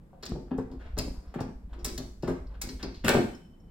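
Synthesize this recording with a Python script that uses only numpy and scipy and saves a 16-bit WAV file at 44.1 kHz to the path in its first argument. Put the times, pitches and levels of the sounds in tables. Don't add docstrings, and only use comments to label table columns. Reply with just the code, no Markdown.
import sys
import numpy as np
from scipy import signal
from scipy.fft import rfft, irfft
from scipy.io import wavfile
from scipy.ndimage import uniform_filter1d

SR = 44100
rng = np.random.default_rng(int(sys.argv[2]) if len(sys.argv) > 2 else 0)


def materialize(psi):
    bounded = np.clip(np.atleast_2d(psi).T, -1, 1)
    quanta = np.round(bounded * 32767).astype(np.int16)
    wavfile.write(sys.argv[1], SR, quanta)


def nominal_scale(level):
    x = np.asarray(level, float) / 20
    return 10 ** x


N = 163170
T = np.arange(N) / SR

# (frequency [Hz], level [dB])
FRAME_COLOUR = [(420, -5.5), (850, -2), (1500, 5.5), (2400, -1), (4400, -6)]
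FRAME_DB = 6
ALIKE_HZ = 840
TOP_HZ = 16000


def unit(x):
    return x / np.sqrt(np.mean(x ** 2) + 1e-20)


def shape(x, gain):
    n = x.shape[-1]
    hz = np.arange(n // 2 + 1) * SR / n + 1e-3
    return irfft(rfft(x) * gain(hz), n)


def ring(modes, db, detune, secs, turn=0):
    hz, base_db, t60 = np.array(modes).T[:, :, None]
    t = T[:int(secs * SR)]
    fade = np.exp(-np.log(1000) * t / np.maximum(t60, 0.001))
    phase = 2 * np.pi * hz * (1 + detune[:, None]) * t + np.reshape(turn, (-1, 1))
    return (nominal_scale(base_db + db[:, None]) * fade * np.sin(phase)).sum(axis=0)


def crowd(colour, cycles, count):
    at, db = np.array(colour).T
    hz = np.geomspace(at[0], at[-1], count)
    level = np.interp(np.log(hz), np.log(at), db)
    return np.array([hz, level, cycles / hz]).T


def strikes(rows, modes, colour, rate, spread_db, first_db, rise_s, push_s, secs, mess, scatter_db=2.0):
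    out, n, t = np.zeros(N + SR), len(modes), T[:6000]
    lead = 400
    push = np.hanning(int(push_s * SR) + 3)
    for start_s, level_db, run_s, sharpness in rows:
        luck, grain = rng.standard_normal((3, n)), rng.random((3, len(t)))
        happens, sign = grain[0] < rate / SR, np.sign(grain[2] - 0.5)
        touch = happens * sign * nominal_scale(-spread_db * np.log(grain[1] + 1e-4))
        touch = touch * np.exp(-t / max(run_s, 0.002)) * np.minimum(t / rise_s, 1)
        touch[0] = nominal_scale(first_db)
        body = ring(modes, scatter_db * luck[0], 0.015 * luck[1], secs, np.pi / 2 + mess * luck[2])
        body = shape(np.pad(body, (lead, lead)), lambda hz: nominal_scale(colour(hz, sharpness)))
        sound = signal.fftconvolve(np.convolve(touch, push), body)
        i = int(start_s * SR) - lead
        out[i:i + len(sound)] += sound * nominal_scale(level_db) / np.abs(sound).max()
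    return out[:N]


def air():
    # (frequency [Hz], density [dB per Hz])
    hum_spectrum = [(15, -31), (25, 3), (117, -11.5), (185, -5.5), (326, -18.5), (3080, -50), (5430, -54.5),
                    (12000, -54), (16000, -63.5)]
    hz, db = np.array(hum_spectrum).T

    def colour(f):
        return nominal_scale(np.interp(np.log(f), np.log(hz), db)) * (f > 20) * (f < TOP_HZ)

    mid, side = shape(rng.standard_normal((2, N)), colour)
    side = shape(side, lambda f: np.clip(f / ALIKE_HZ, 0.1, 1))
    return unit(mid + side * np.array([[1], [-1]])) * nominal_scale(-52.5)


def wobble():
    # (time [s], level [dB])
    effort = [(0, -80), (.22, -65), (.33, -36.5), (.5, -53), (.75, -44), (.99, -33.5), (1.2, -41.5),
              (1.33, -47.5), (1.62, -44), (1.84, -37.5), (2.15, -46.5), (2.4, -39), (2.66, -42),
              (2.88, -40), (3.12, -44.5), (3.3, -50.5), (3.7, -72)]
    # (frequency [Hz], level [dB], T60 [s])
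    pane_modes = [(41, -2, 0.14), (53.7, 4, 0.32), (63.6, -3, 0.2), (90, -9, 0.08)]
    shoves = rng.standard_normal(N) * (rng.random(N) < 70 / SR)
    still = np.zeros(len(pane_modes))
    slow = signal.fftconvolve(shoves, ring(pane_modes, still, still, 0.5))[:N]
    slow = shape(slow, lambda f: 1 / (1 + (f / 110) ** 6))
    slow = slow / np.sqrt(uniform_filter1d(slow ** 2, size=5000) + 0.037 * np.mean(slow ** 2))
    return slow * nominal_scale(np.interp(T, *np.array(effort).T))


def scuffs():
    # (time [s], level [dB], drag [s], sharpness above 1.5 kHz [dB])
    strokes = [(0.125, -67.5, 0.021, -10.5), (0.19, -72, 0.037, 4), (0.79, -53.5, 0.067, -2.5),
               (0.85, -51.5, 0.016, -3.5), (1.12, -56, 0.075, -10), (1.23, -61.5, 0.15, -7),
               (1.69, -61.5, 0.019, -7), (1.728, -50.5, 0.0078, -5), (1.78, -53.5, 0.021, -6),
               (2.49, -53, .03, -8), (2.535, -52.5, .015, -3.5), (2.79, -47.5, 0.017, 0.5),
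               (3.3, -68, .08, 2)]

    def sharp(hz, db):
        return db * np.clip(np.log2(hz / 800), 0, 1.5) - 10 * np.log10(1 + (hz / 4200) ** 4)

    return strikes(strokes, crowd(FRAME_COLOUR, cycles=24, count=44), sharp, rate=4000, spread_db=1.8,
                   first_db=-38, rise_s=0.025, push_s=0, secs=0.05, mess=0.45) * nominal_scale(FRAME_DB)


def knocks():
    # (time [s], level [dB], rattle [s], sharpness above 1.5 kHz [dB])
    blows = [(0.132, -51, 0.0039, -21), (0.23, -41.5, 0.0053, -2.5), (0.297, -52, 0.012, 3.5),
             (0.478, -59.5, 0.008, -9.5), (0.511, -41.5, 0.0074, -9), (0.585, -45, 0.0067, -2),
             (0.698, -54.5, 0.048, -10.5), (0.97, -40, 0.007, -11), (1.342, -37, 0.0047, -6),
             (1.386, -38, 0.014, -7), (1.849, -41.5, 0.0089, -6.5), (1.977, -44.5, 0.017, -13),
             (2.229, -38.5, 0.019, -6), (2.276, -33, 0.0089, -8.5), (2.613, -46, 0.023, -2.5),
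             (2.831, -38.5, 0.0061, -3), (3.041, -29, 0.034, 6.5), (3.082, -12.5, 0.0017, 4.5),
             (3.091, -39.5, 0.0026, -3), (3.098, -21, 0.001, 0.5), (3.103, -24, 0.0127, -17.5),
             (3.12, -40, 0.004, -7), (3.149, -22, 0.0017, -20)]
    pad_top_hz = 2980

    def sharp(hz, db):
        return db * np.clip(np.log2(hz / 800), 0, 1.5) - 10 * np.log10(1 + (hz / pad_top_hz) ** 5)

    return strikes(blows, crowd(FRAME_COLOUR, cycles=26, count=44), sharp, rate=1500, spread_db=3.0,
                   first_db=-1, rise_s=0.0053, push_s=0, secs=0.08, mess=0.34,
                   scatter_db=0.9) * nominal_scale(FRAME_DB)


def claws():
    # (time [s], level [dB], skid [s], sharpness of the top [dB])
    skids = [(0.2262, -44.5, 0.0079, -3), (0.233, -35, 0.0056, -10.5), (0.24, -43.5, 0.013, -22),
             (0.2545, -34, 0.0035, 3.5), (0.262, -31.5, 0.0058, -4.5), (0.2925, -45.5, 0.006, 5),
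             (0.5773, -53.5, 0.027, 3.5), (0.7143, -53.5, 0.021, -4), (0.968, -50, 0.0051, -19),
             (0.978, -28.5, 0.018, 4), (0.986, -22.5, 0.0037, 3), (0.993, -26.5, 0.0081, -8.5),
             (1.2744, -66.5, 0.067, -23), (1.3408, -55, 0.02, 6), (1.4044, -37.5, 0.016, -1),
             (1.726, -70, 0.012, 17), (1.738, -61, 0.0042, 9), (1.79, -60, 0.027, -7),
             (1.8453, -22.5, 0.014, 5), (1.88, -36, 0.018, -1), (1.9776, -30, 0.0074, 0),
             (2.2244, -46, 0.027, -5.5), (2.2757, -44.5, 0.034, 0), (2.469, -60.5, 0.0073, -14),
             (2.615, -24.5, 0.012, 4.5), (2.6894, -39, 0.0099, -14), (2.827, -33, 0.012, -9),
             (2.9427, -44, 0.045, -11.5), (3.045, -32, 0.068, 7), (3.0812, -21.5, 0.0013, 10),
             (3.0905, -17, 0.0033, 2), (3.1, -34.5, 0.029, 16), (3.1393, -36.5, 0.053, -0.5)]
    # (frequency [Hz], level [dB])
    glass_colour = [(2200, 1), (3500, -11), (4550, 19), (5700, 13.5), (8000, 4.5), (12000, -7.5),
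                    (15500, -20)]

    def sharp(hz, db):
        return db * np.clip(np.log2(hz / 5500) * 2, 0, 1)

    return strikes(skids, crowd(glass_colour, cycles=24, count=40), sharp, rate=9000, spread_db=2.42,
                   first_db=0, rise_s=0.0013, push_s=0, secs=0.046, mess=0.88,
                   scatter_db=3.8) * nominal_scale(4.5)


def thuds():
    # (time [s], level [dB], push [s], strongest mode [Hz])
    landings = [(0.229, -42, 0.091, 412), (0.297, -27, 0.033, 262), (0.319, -25.5, 0.0024, 267),
                (0.353, -30.5, 0.029, 261), (0.516, -23, 0.014, 244), (0.584, -19.5, 0.0092, 234),
                (0.705, -32.5, 0.05, 266), (0.976, -23.5, 0.024, 310), (1.045, -29.5, 0.032, 275),
                (1.358, -24.5, 0.0033, 149), (1.409, -21, 0.0049, 253), (1.455, -37, 0.0083, 255),
                (1.485, -34.5, 0.012, 242), (1.755, -41.5, 0.16, 142), (1.848, -28, 0.069, 306),
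                (1.882, -45, 0.021, 321), (1.928, -35.5, 0.011, 320), (1.983, -30.5, 0.037, 274),
                (2.231, -22, 0.029, 124), (2.283, -18.5, 0.015, 256), (2.635, -32.5, 0.055, 258),
                (2.696, -34, 0.03, 283), (2.83, -27.5, 0.038, 500), (3.044, -20, 0.041, 172),
                (3.091, -13, 0.0085, 295), (3.146, -9.5, 0.015, 286), (3.167, -15.5, 0.021, 272),
                (3.203, -27, 0.02, 241), (3.24, -22.5, 0.0077, 195)]
    # (frequency [Hz], level [dB], T60 [s])
    floor_modes = [(124, -0.5, 0.052), (167.5, -2.5, 0.058), (214.4, -3, 0.049), (255, 0.5, 0.064),
                   (301.6, -3.5, 0.066), (359.6, -0.5, 0.049), (407.7, -3.5, 0.046), (456, -10, 0.024),
                   (512.7, -8, 0.05), (631, -9.5, 0.03), (695, -10.5, 0.044), (786, -12, 0.025),
                   (877, -9, 0.034)]
    focus_db, focus_oct = 5, 0.3

    def focus(hz, strongest_hz):
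        return focus_db * np.exp(-(np.log2(hz / strongest_hz) / focus_oct) ** 2)

    return strikes(landings, floor_modes, focus, rate=350, spread_db=2.95, first_db=0, rise_s=0.0038,
                   push_s=0.00083, secs=0.58, mess=1.57)


def bell():
    # (frequency [Hz], level [dB], T60 [s])
    bell_modes = [(3055, -2, .12), (5365, -4, .05), (6290, -12, .04)]
    # (time [s], level [dB], tilt to upper modes [dB])
    taps = [
        (3.33, -53.5, -14),
        (3.347, -60, 18.5),
        (3.415, -68, 7),
        (3.447, -62, 2),
        (3.534, -63, -15.5),
        (3.6, -79, 22),
        (3.63, -70.5, -21),
        (3.68, -72, -12),
    ]
    out, upper = np.zeros(N + SR), np.arange(len(bell_modes)) > 0
    for s, db, tilt_db in taps:
        tap = ring(bell_modes, tilt_db * upper, 0.0069 * rng.standard_normal(len(bell_modes)), 0.18)
        tap = tap * np.minimum(T[:len(tap)] / 0.0047, 1)
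        i = int(s * SR)
        out[i:i + len(tap)] += nominal_scale(db) * tap
    return out[:N]


def room():
    # (frequency [Hz], T60 [s])
    room_decay = [(125, 0.36), (500, 0.41), (2000, 0.45), (5000, 0.46), (12000, 0.59)]
    at, secs = np.array(room_decay).T
    t, out = T[:SR // 2], 0
    mid, side = rng.standard_normal((2, len(t)))
    for hz in 62.5 * 2 ** np.arange(9):
        t60 = np.interp(np.log(hz), np.log(at), secs)
        pair = mid + np.clip(hz / ALIKE_HZ, 0.2, 1) * side * np.array([[1], [-1]])
        band = shape(pair, lambda f: np.clip(1 - np.abs(np.log2(f / hz)), 0, 1))
        band = band * np.exp(-np.log(1000) * t / t60)
        out = out + band * np.sqrt(hz / np.sum(band ** 2, axis=1, keepdims=True))
    out = out * np.clip((t - 0.002) / 0.0051, 0, 1)
    return out / np.sqrt(np.mean(np.sum(out ** 2, axis=1)))


def scene():
    parts = claws() + bell(), knocks(), thuds(), scuffs()
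    wet_db = -2, 3, -3.5, 0
    pan_db, soft_walls_hz = 2.47, 9900

    def dull(f):
        return (f < TOP_HZ) / (1 + (f / soft_walls_hz) ** 2)

    far = 0
    for part, db in zip(parts, wet_db):
        sent = shape(part, dull)[None] * nominal_scale(db)
        far = far + signal.fftconvolve(sent, room())[:, :N]
    direct = sum(parts) * nominal_scale(np.array([[pan_db], [-pan_db]]) / 2)
    return direct + far + wobble() + air()


def top_cut(x):
    return signal.sosfilt(signal.butter(12, 16650, fs=SR, output="sos"), x)


def record(dry):
    one_path_hz, lag_from_hz, port_lag_s = 7270, 1810, 0.000259
    case_from_hz, case_step_hz = 1400, 260
    turns = np.cumsum(rng.standard_normal(100))

    def share(f):
        return 1 / (1 + (one_path_hz / f) ** 8)

    def lag(f):
        return np.exp(2j * np.pi * f * port_lag_s * np.clip(f / lag_from_hz - 0.5, 0, 1))

    def case(f):
        phase = np.interp(f / case_step_hz, np.arange(100), turns - turns[0])
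        return np.exp(1j * phase * np.clip(f / case_from_hz - 0.5, 0, 1))

    right = shape(dry[1], lambda f: (1 - share(f)) * case(f)) + shape(dry[0], share)
    right = shape(right, lag)
    return top_cut(np.array([dry[0], right]))


dry = scene()
out = record(dry)
materialize(out)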